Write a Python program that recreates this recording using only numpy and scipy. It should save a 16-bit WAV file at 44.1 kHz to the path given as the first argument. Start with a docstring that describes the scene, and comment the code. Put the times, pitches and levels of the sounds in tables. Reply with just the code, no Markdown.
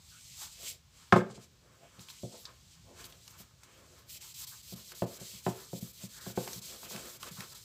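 """In a small workshop, close to a phone, a hand wipes a varnished wooden panel with a rag.
The cloth is shaped noise that hisses along each stroke and dips where it turns or slackens, with four squeaks.
The loose panel knocks and scrapes on the bench: blows and rough sliding excite one set of decaying modes.
Ticks and small dull knocks are short noise bursts; dense late reflections and a low room rumble surround all."""
import sys
import numpy as np
from scipy import signal
from scipy.fft import rfft, irfft, next_fast_len
from scipy.io import wavfile
from scipy.ndimage import uniform_filter1d

SR = 44100
rng = np.random.default_rng(int(sys.argv[2]) if len(sys.argv) > 2 else 0)


def natural_amplitude(level_db):
    """Convert a level in decibels to a linear amplitude factor, elementwise."""
    exponent = np.asarray(level_db, float) / 20
    return 10 ** exponent


def dump(signal):
    """Clip the signal to [-1, 1] and save it as 16-bit WAV at the path in sys.argv[1]."""
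    limited = np.clip(np.atleast_2d(signal).T, -1, 1)
    pcm = np.round(limited * 32767).astype(np.int16)
    wavfile.write(sys.argv[1], SR, pcm)


N = 336924
T = np.arange(N) / SR  # time/s

# room noise spectrum: f/Hz, relative density/dB per Hz
RUMBLE_SPECTRUM = [(18, -42.5), (35, -16), (52, 3.5), (95, 3), (160, -0.5), (210, -11), (400, -24),
                   (1000, -23), (1900, -25), (4000, -18.5), (7800, -22), (9200, -33), (15500, -30.5)]
# decay of the room: f/Hz, T60/s
ROOM_DECAY = [(300, 0.58), (600, 0.24), (1500, 0.27), (3000, 0.29), (8000, 0.2)]
# ticks and small dull knocks, bursts of noise that are high and narrow or low and broad:
# t/s, level/dB (the sum is halved later), band centre f/Hz, T60/s, broad snap re ring/dB
SMALL_BURSTS = [(1.993, -42, 4260, 0.024, -5), (2.0857, -38, 3020, 0.034, -8),
                (2.1008, -37.5, 4300, 0.046, -3), (2.4535, -33.5, 4240, 0.048, -9),
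                (3.042, -38, 4500, 0.039, 0.5), (3.1237, -43.5, 3350, 0.035, -3),
                (3.2782, -41.5, 4970, 0.027, 0), (3.6335, -47.5, 6500, 0.036, 3.5),
                (4.9194, -40.5, 1638, 0.027, 0), (6.4765, -36, 2200, 0.042, 3.5),
                (6.5315, -30.5, 5450, 0.032, -5), (6.962, -39, 2243, 0.017, 7),
                (7.229, -31, 2940, 0.021, -3), (7.2306, -32, 1190, 0.03, -6),
                (7.4053, -37.5, 1815, 0.028, 7.5)]
# brief breathy whistles of cloth on varnish: t/s, length/s, f/Hz, bandwidth/Hz, level/dB
SQUEAKS = [(0.152, 0.082, 1440, 300, -65), (1.836, 0.056, 698, 83.7, -61), (4.525, 0.016, 1310, 298, -56.5),
           (6.229, 0.2, 1620, 444, -61)]
# modes of panel and bench when struck: f/Hz, level/dB, T60/s
MODES = [(88, -5.5, 0.12), (122, 10, 0.21), (182, 14, 0.15), (215, 3, 0.29), (268, -2.5, 0.18),
         (370.3, -1.5, 0.076), (443, -8.5, 0.08), (515, -9.5, 0.11), (561.4, -9, 0.11), (633, -11.5, .06),
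         (694, 2, 0.063), (708, -2.5, .05), (857, -1, 0.053), (884, 7.5, 0.039), (945, 6.5, 0.045),
         (1054.4, 8, .05), (1125, 8.5, 0.036), (1255, 8.5, 0.037), (1350, 6, 0.033), (1511, 7, .035),
         (1688, 1.5, 0.036), (1810, 0.5, 0.017), (2050, 0, 0.02), (2226, -1, 0.035), (2350, -1.5, 0.021),
         (2564, -1.5, 0.027), (2950, -1, .02), (3493, -8.5, 0.012)]
# panel knocks on the bench: t/s, level/dB, hard-edge weight of high modes/dB,
# thump weight of low modes/dB, share of the free ring that the hands allow/1
KNOCKS = [(1.1237, -5, -2.5, -17.5, 0.99), (1.128, -7.5, -8.5, -14, 0.73), (1.157, -15, -16, -24, 0.72),
          (1.162, -12.5, -11, -18.5, 0.94), (1.179, -21.5, -24, -20, 0.8), (1.209, -30, -8, -11, 1),
          (1.299, -37, -7, -6, 0.7), (1.376, -41, -17.5, -12.5, 1), (1.985, -45.5, -14.5, -1, 0.97),
          (2.233, -27, -25.5, -12.5, 0.71), (2.249, -34.5, -30.5, -22, 0.78), (3.401, -46, -17, -10, 0.74),
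          (3.979, -57, -12.5, -14, 0.63), (4.723, -34, -17, -7, 0.99), (5.021, -18.5, -15, -18.5, 0.84),
          (5.039, -24, -29, -26, 0.63), (5.21, -36, -28, -14, 0.79), (5.335, -45.5, -13.5, 2.5, 1),
          (5.4644, -19, -10, -16.5, 0.95), (5.479, -19.5, -22, -20, 0.58), (5.73, -28.5, -21, -12, 0.95),
          (5.744, -41, -25, -21.5, 0.73), (5.824, -29, -30, -0.5, 0.58), (6.036, -33, -17, -3.5, 0.7),
          (6.264, -30.5, -16.5, -13, 1), (6.299, -39, -8, -6, 0.86), (6.374, -18, -16, -19, 0.77),
          (6.411, -49, -29, -1, 0.78), (6.444, -53, -3, -22, 0.9), (6.474, -34, -8, -16, 0.8),
          (6.561, -38, -19, 5, 0.93), (6.83, -41.5, -6, -18, 1), (6.909, -45, -6, -13, 0.9),
          (6.945, -37, -6, -4, 1), (7.307, -42.5, -17, 4, 0.94), (7.384, -37, -11, 3, 0.84)]
# scuffs of wood on wood and hand: peak t/s, rise/s, fall/s, upper scrape level/dB, lower scrape level/dB
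SCUFFS = [(.434, .06, 0.072, -51, -67.5), (.648, 0.12, 0.13, -59, -60), (1.0, 0.17, 0.32, -65.5, -72),
          (1.4, 0.17, 0.065, -66, -60.5), (1.7, 0.22, .2, -69, -66), (1.84, .06, 0.076, -65.5, -60),
          (2.0, 0.39, 0.27, -65, -66), (2.35, 0.066, .07, -66.5, -53.5), (2.49, 0.056, 0.086, -60.5, -57.5),
          (2.761, 0.086, 0.061, -70, -91), (2.9, 0.082, .15, -83, -62.5), (3.01, 0.095, 0.19, -56.5, -55.5),
          (3.4, 0.24, 0.13, -63, -66), (3.65, .05, 0.53, -64, -68), (3.94, .5, 0.36, -65.5, -63.5),
          (4.25, .08, 0.076, -62, -71), (4.43, .12, .1, -61.5, -71.5), (4.535, 0.026, 0.053, -61.5, -70),
          (4.79, 0.16, 0.056, -61.5, -62), (4.935, 0.054, 0.056, -57, -56.5), (5.2, .3, 0.14, -63.5, -61.5),
          (5.36, .08, 0.076, -64.5, -69), (5.61, 0.21, 0.089, -57, -60.5), (5.881, 0.21, 0.084, -66, -66.5),
          (6.02, 0.036, 0.094, -63, -59), (6.18, 0.047, 0.22, -62.5, -64), (6.5, 0.46, 0.26, -58.5, -60),
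          (6.726, 0.11, 0.12, -57, -56), (6.868, 0.066, 0.028, -50, -53), (6.96, 0.084, 0.18, -49, -46.5),
          (7.057, .02, 0.064, -53.5, -51), (7.15, 0.041, 0.084, -57.5, -60.5),
          (7.274, 0.082, 0.054, -46.5, -51), (7.375, .03, 0.034, -55, -55),
          (7.424, 0.066, 0.059, -50.5, -52), (7.533, 0.044, 0.11, -58.5, -62.5)]
# levels between scuffs: upper scrape/dB, lower scrape/dB
SCUFF_REST = (-83, -86)
# spectrum of cloth hiss: f/Hz, relative density/dB per Hz
CLOTH_SPECTRUM = [(1060, -37.5), (1800, -13.5), (2400, -10.5), (3540, -4.5), (3840, -1.5), (5160, -1),
                  (5910, -3), (7610, -1), (8100, -2.5), (9190, -14), (10500, -4), (11900, -9.5),
                  (14800, -15.5), (15500, -14)]
# turns and brief slackenings of the polishing stroke:
# t/s, dip depth/dB, dip length/ms, hiss arriving/dB, hiss leaving/dB
STROKE_DIPS = [(4.06, 23.5, 52, -51, -49.5), (4.196, 19, 28, -49, -48), (4.336, 16, 11, -54, -52.5),
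               (4.46, 25, 18, -49.5, -49), (4.623, 11, 12, -58, -54.5), (4.751, 15.5, 16, -49, -51.5),
               (4.845, 2.5, 55, -56.5, -53), (4.94, 17, 17, -53, -51), (5.057, 12, 15, -54, -55.5),
               (5.188, 13, 20, -50, -50), (5.425, 8.5, 46, -52.5, -49), (5.53, 4.5, 55, -51, -54.5),
               (5.69, 4.5, 69, -54, -54), (5.803, 12, 16, -52.5, -52.5), (5.925, 10, 12, -57.5, -58.5),
               (6.079, 9.5, 28, -49, -54), (6.199, 8.5, 21, -51, -53), (6.339, 13, 33, -49, -51),
               (6.607, 21, 20, -49, -49.5), (6.77, 1, 55, -50.5, -53.5), (6.877, 11, 36, -46, -45),
               (7.03, 2, 30, -51, -51), (7.187, 16, 26, -53, -54), (7.303, 11, 17, -50.5, -51.5),
               (7.541, 13, 14, -54, -50), (7.7, 10, 14, -58, -55)]
# quiet shifting of the rag in the hand, mostly before the polishing: t/s, hiss level/dB
SHIFT = [(0, -67), (.09, -59), (.33, -55), (.75, -58.5), (.84, -92), (.95, -63), (1.03, -60.5), (1.11, -67),
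         (1.5, -86), (1.65, -72.5), (1.96, -65), (2.15, -56), (2.44, -59.5), (2.53, -67.5), (2.92, -68.5),
         (3.15, -64.5), (3.3, -64), (3.55, -74), (3.66, -67.5), (4.0, -61.5), (4.06, -73.5), (4.2, -77)]
# short bursts of hiss: swipes of the cloth, and at 1.126 s and 1.165 s the bright hiss of the hard knocks:
# peak t/s, rise/s, fall/s, hiss level/dB, sheen re hiss/dB
HISS_BURSTS = [(.43, 0.086, 0.074, -44.5, -5), (.53, .06, 0.071, -54, -6), (0.684, 0.13, 0.057, -43, -5.5),
               (1.126, 0.0044, 0.033, -45.5, -15), (1.165, 0.0098, 0.053, -44, -14),
               (1.31, 0.025, 0.039, -58, -26), (1.355, 0.019, 0.038, -56.5, -24),
               (1.435, 0.05, 0.036, -57.5, -11.5), (2.01, 0.019, 0.065, -53, -10.5),
               (2.095, .01, 0.038, -52.5, -8), (2.41, 0.065, .05, -66, 5), (2.734, 0.057, .05, -60, -14.5),
               (3.005, 0.06, 0.06, -53.5, -9), (3.055, 0.012, 0.027, -52, -5), (3.1, .02, 0.034, -61, -4.5),
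               (3.31, .012, .02, -62, -2.5), (3.404, 0.037, 0.04, -55, -4.5),
               (3.64, .01, 0.035, -62.5, -8.5), (3.99, 0.035, .03, -68, -4)]


def unit(x):
    """Normalisation: scale to rms 1."""
    return x / np.sqrt(np.mean(x ** 2))


def colour(x, table):
    """Spectral shaping: weight a noise by points of f/Hz and dB, joined on a log frequency axis."""
    hz, db = np.transpose(table)
    size = next_fast_len(len(x))
    f = np.maximum(np.arange(size // 2 + 1) * SR / size, 1)
    gain = natural_amplitude(np.interp(np.log(f), np.log(hz), db))
    return irfft(rfft(x, size) * gain, size)[:len(x)]


def band(x, lo_hz, hi_hz, order=2):
    """Band limitation: Butterworth band-pass."""
    sos = signal.butter(order, [lo_hz, min(hi_hz, .45 * SR)], "band", fs=SR, output="sos")
    return signal.sosfilt(sos, x)


def decay(t, t60):
    """Exponential damping: the amplitude falls by 60 dB in t60."""
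    return np.exp(-np.log(1000) * t / t60)


def walk(rate):
    """Random modulation: levels held 1 / rate s and smoothed twice; spread near 1."""
    k = int(SR / rate)
    held = np.repeat(rng.standard_normal(N // k + 1), k)
    return 1.3 * uniform_filter1d(uniform_filter1d(held, k), k)[:N]


def grit(spread_db):
    """Stick-slip friction: dense slips, a noise whose single samples have a long tail of sizes."""
    return unit(rng.standard_normal(N) * natural_amplitude(spread_db * rng.exponential(size=N)))


def swell(s, rise, fall, shape):
    """Power envelope peaking at s, near -20 dB after rise or fall; shape 1 is a sharp tip, 2 a round top."""
    return np.exp(-4.6 * np.abs((T - s) / np.where(T < s, rise, fall)) ** shape)


def add(out, s, x):
    """Superposition: mix a short sound in at time s."""
    i = int(s * SR)
    out[i:i + len(x)] += x[:N - i]


def rumble():
    """Stationary noise: low room rumble with a faint hiss, its level drifting slowly."""
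    noise = unit(colour(rng.standard_normal(N), RUMBLE_SPECTRUM))
    return natural_amplitude(-62.5 + 1.3 * walk(2.5)) * noise


def room(x):
    """Reverberation: dense reflections above the bass, longest at the bottom and shortest at the top."""
    t, tail = T[:SR // 2], 0
    hz, t60 = np.transpose(ROOM_DECAY)
    for f in 400 * 2 ** np.arange(0, 5.2, 1 / 3):  # third-octave bands
        fade = decay(t, np.interp(np.log(f), np.log(hz), t60))
        tail = tail + band(rng.standard_normal(len(t)), f / 1.2, f * 1.2, order=1) * fade
    tail = tail * (1 - np.exp(-t / 0.0042))  # the reflections build up over some 4 ms
    return natural_amplitude(-9.5) * signal.oaconvolve(x, tail / np.sqrt(np.sum(tail ** 2)))[:N]


def small_bursts():
    """Damped noise: ticks and small dull knocks, each a band of noise that dies away beside a broad snap."""
    out, t = np.zeros(N), T[:SR // 10]
    noises = rng.standard_normal((len(SMALL_BURSTS), 2, len(t)))
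    for (s, level_db, hz, t60, snap_db), noise in zip(SMALL_BURSTS, noises):
        ring = unit(band(noise[0], hz / 1.22, hz * 1.21)) * decay(t, max(t60, .005))
        snap = unit(band(noise[1], 470, 6500, order=1)) * np.exp(-t / 0.0033)
        add(out, s, natural_amplitude(level_db) * (ring + natural_amplitude(snap_db) * snap) / 2)
    return out


def squeaks():
    """Resonance driven by noise: a narrow band that swells and fades."""
    noise = rng.standard_normal(N)
    out = np.zeros(N)
    for s, length, hz, width, db in SQUEAKS:
        envelope = np.exp(-((T - s) / (length / 2)) ** 4)
        out += natural_amplitude(db) * unit(band(noise, hz - width / 2, hz + width / 2)) * envelope
    return out


def knocks():
    """Modal excitation: each blow lands elsewhere, so it shares its push differently among the same modes."""
    out, t = np.zeros(N), T[:SR // 3]
    hz, db, t60 = np.transpose(MODES)[:, :, None]
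    chance = rng.standard_normal((len(KNOCKS), 3, len(MODES), 1))
    cracks = rng.standard_normal((len(KNOCKS), SR // 20))
    # a hard edge wakes the high modes, a flat landing the low ones
    high = np.clip(np.log2(hz / 600) / 0.56, 0, 1.6)
    low = np.clip(np.log2(330 / hz) / 0.46, 0, 1)
    for knock, (share, detune, phase), crack in zip(KNOCKS, chance, cracks):
        s, level_db, edge_db, thump_db, free = knock
        gain = natural_amplitude(db + 1.3 * share + high * edge_db + low * thump_db)
        # bending waves fill the panel over a fraction of a cycle or more; a soft contact pushes for longer
        rise = 1 - np.exp(-t / (.35 / hz + 0.00019 * natural_amplitude(-.6 * edge_db)))
        fade = decay(t, t60 * max(free, .2))
        wave = np.sin(2 * np.pi * (hz * (1 + 0.022 * detune) * t + phase))
        ring = (gain * rise * fade * wave).sum(axis=0)
        add(out, s, natural_amplitude(level_db) * ring / np.sqrt(np.sum(gain ** 2)))
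        # varnished edges snap at first touch
        snap = unit(band(crack, 1800, 4800)) * np.exp(-t[:len(crack)] / 0.0041)
        add(out, s, natural_amplitude(level_db - 21.5 + 0.77 * edge_db) * snap)
    return out


def scuff_levels():
    """Addition of powers: gains of the upper and lower scrape."""
    power = natural_amplitude(2 * np.array(SCUFF_REST))[:, None]
    for s, rise, fall, upper_db, lower_db in SCUFFS:
        power = power + swell(s, rise, fall, shape=1.19) * natural_amplitude(2 * np.array([[upper_db], [lower_db]]))
    return np.sqrt(power)


def drag():
    """Friction-driven modes: rough sliding excites the panel, its modes broadened by the hand that holds it."""
    high, low = scuff_levels()
    t = T[:SR // 10]
    # the held panel rings half as long, with a quarter of the level contrast in dB between modes
    wood = sum(natural_amplitude(db / 4) * decay(t, .5 * t60) * np.sin(2 * np.pi * hz * t) for hz, db, t60 in MODES)
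    rough = signal.oaconvolve(grit(2.2), wood)[:N]
    upper = unit(band(rough, 800, 2100)) * high * natural_amplitude(0.23 * stroke_dip() + 2.4 * walk(30))
    lower = unit(band(rough, 280, 910)) * low * natural_amplitude(2.2 * walk(31))
    return upper + lower


def stroke_dip():
    """Loss of sliding speed: a dip in dB where the rag halts or slows, flat below with quick edges."""
    return -sum(db * np.exp(-np.abs((T - s) / (ms / 2000)) ** 3) for s, db, ms, _, _ in STROKE_DIPS)


def cloth_levels():
    """Addition of powers: gains of hiss, sheen and rasp from polishing, shifting and short bursts."""
    # rows: hiss, sheen re hiss/dB, rasp re hiss/dB
    polish_tint = np.array([[0], [-5], [-11]])
    shift_tint = np.array([[0], [-11.5], [-7.5]])
    s, _, _, arrive_db, leave_db = np.transpose(STROKE_DIPS)
    # the level runs straight in dB from dip to dip, with a step at each
    ends = (s[:, None] + [0, .001]).ravel()
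    stroke_db = np.interp(T, ends, np.transpose([arrive_db, leave_db]).ravel())
    power = (T > s[0]) * natural_amplitude(2 * (stroke_db + stroke_dip() + polish_tint))
    power = power + natural_amplitude(2 * (np.interp(T, *np.transpose(SHIFT)) + shift_tint))
    for s, rise, fall, db, sheen_db in HISS_BURSTS:
        tint = np.array([[0], [sheen_db], [-8.5]])
        power = power + swell(s, rise, fall, shape=1.7) * natural_amplitude(2 * (db + tint))
    return np.sqrt(power)


def rag():
    """Friction noise: fibres slip over varnish; the weave makes each band flicker a little on its own."""
    hiss, shine, rasp = cloth_levels()
    # the rag rasps more where the wood scrapes
    rasp = np.hypot(rasp, natural_amplitude(-7.5) * scuff_levels()[0])
    t = T[:SR // 20]
    # bench and tools close by smear each slip and leave fine ripples in its colour
    near = rng.standard_normal(len(t)) * np.exp(-t / .01)
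    fibres = colour(grit(1.8), CLOTH_SPECTRUM)
    fibres = fibres + natural_amplitude(-12) * signal.oaconvolve(fibres, near / np.sqrt(np.sum(near ** 2)))[:N]
    body = sum(natural_amplitude(0.68 * walk(25)) * band(fibres, lo, hi, order=3) for lo, hi in [(3100, 5900), (5500, 9300)])
    sheen = natural_amplitude(1.0 * walk(25)) * band(fibres, 12090, 16500, order=3)
    press = natural_amplitude(1.3 * walk(25)) * band(fibres, 1900, 3243, order=3)
    edges = shine * natural_amplitude(1.5 * walk(9.8)) * unit(sheen) + rasp * natural_amplitude(1.5 * walk(8)) * unit(press)
    flicker = natural_amplitude(0.8 * walk(45) + 1.0 * walk(16))
    return flicker * (hiss * unit(body) + edges)


def scene():
    """Direct and reverberant sound: wood fills the room; cloth and small bursts are close and feed it less."""
    wood = knocks() + drag()
    close = rag() + squeaks() + small_bursts()
    return (wood + close + room(wood + natural_amplitude(-6.5) * close) + rumble())[None]


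def roll_off(x):
    """The treble ends steeply here."""
    return signal.sosfilt(signal.butter(12, 15890, fs=SR, output="sos"), x)


def record(dry):
    """Band limits of the receiver: the microphone drops the deep bass and the phone cuts the top."""
    thin = signal.sosfilt(signal.butter(3, 48, "high", fs=SR, output="sos"), dry)
    mix = signal.sosfilt(signal.ellip(10, .2, 60, 15500, fs=SR, output="sos"), thin)
    return roll_off(mix)


dry = scene()
out = record(dry)
dump(out)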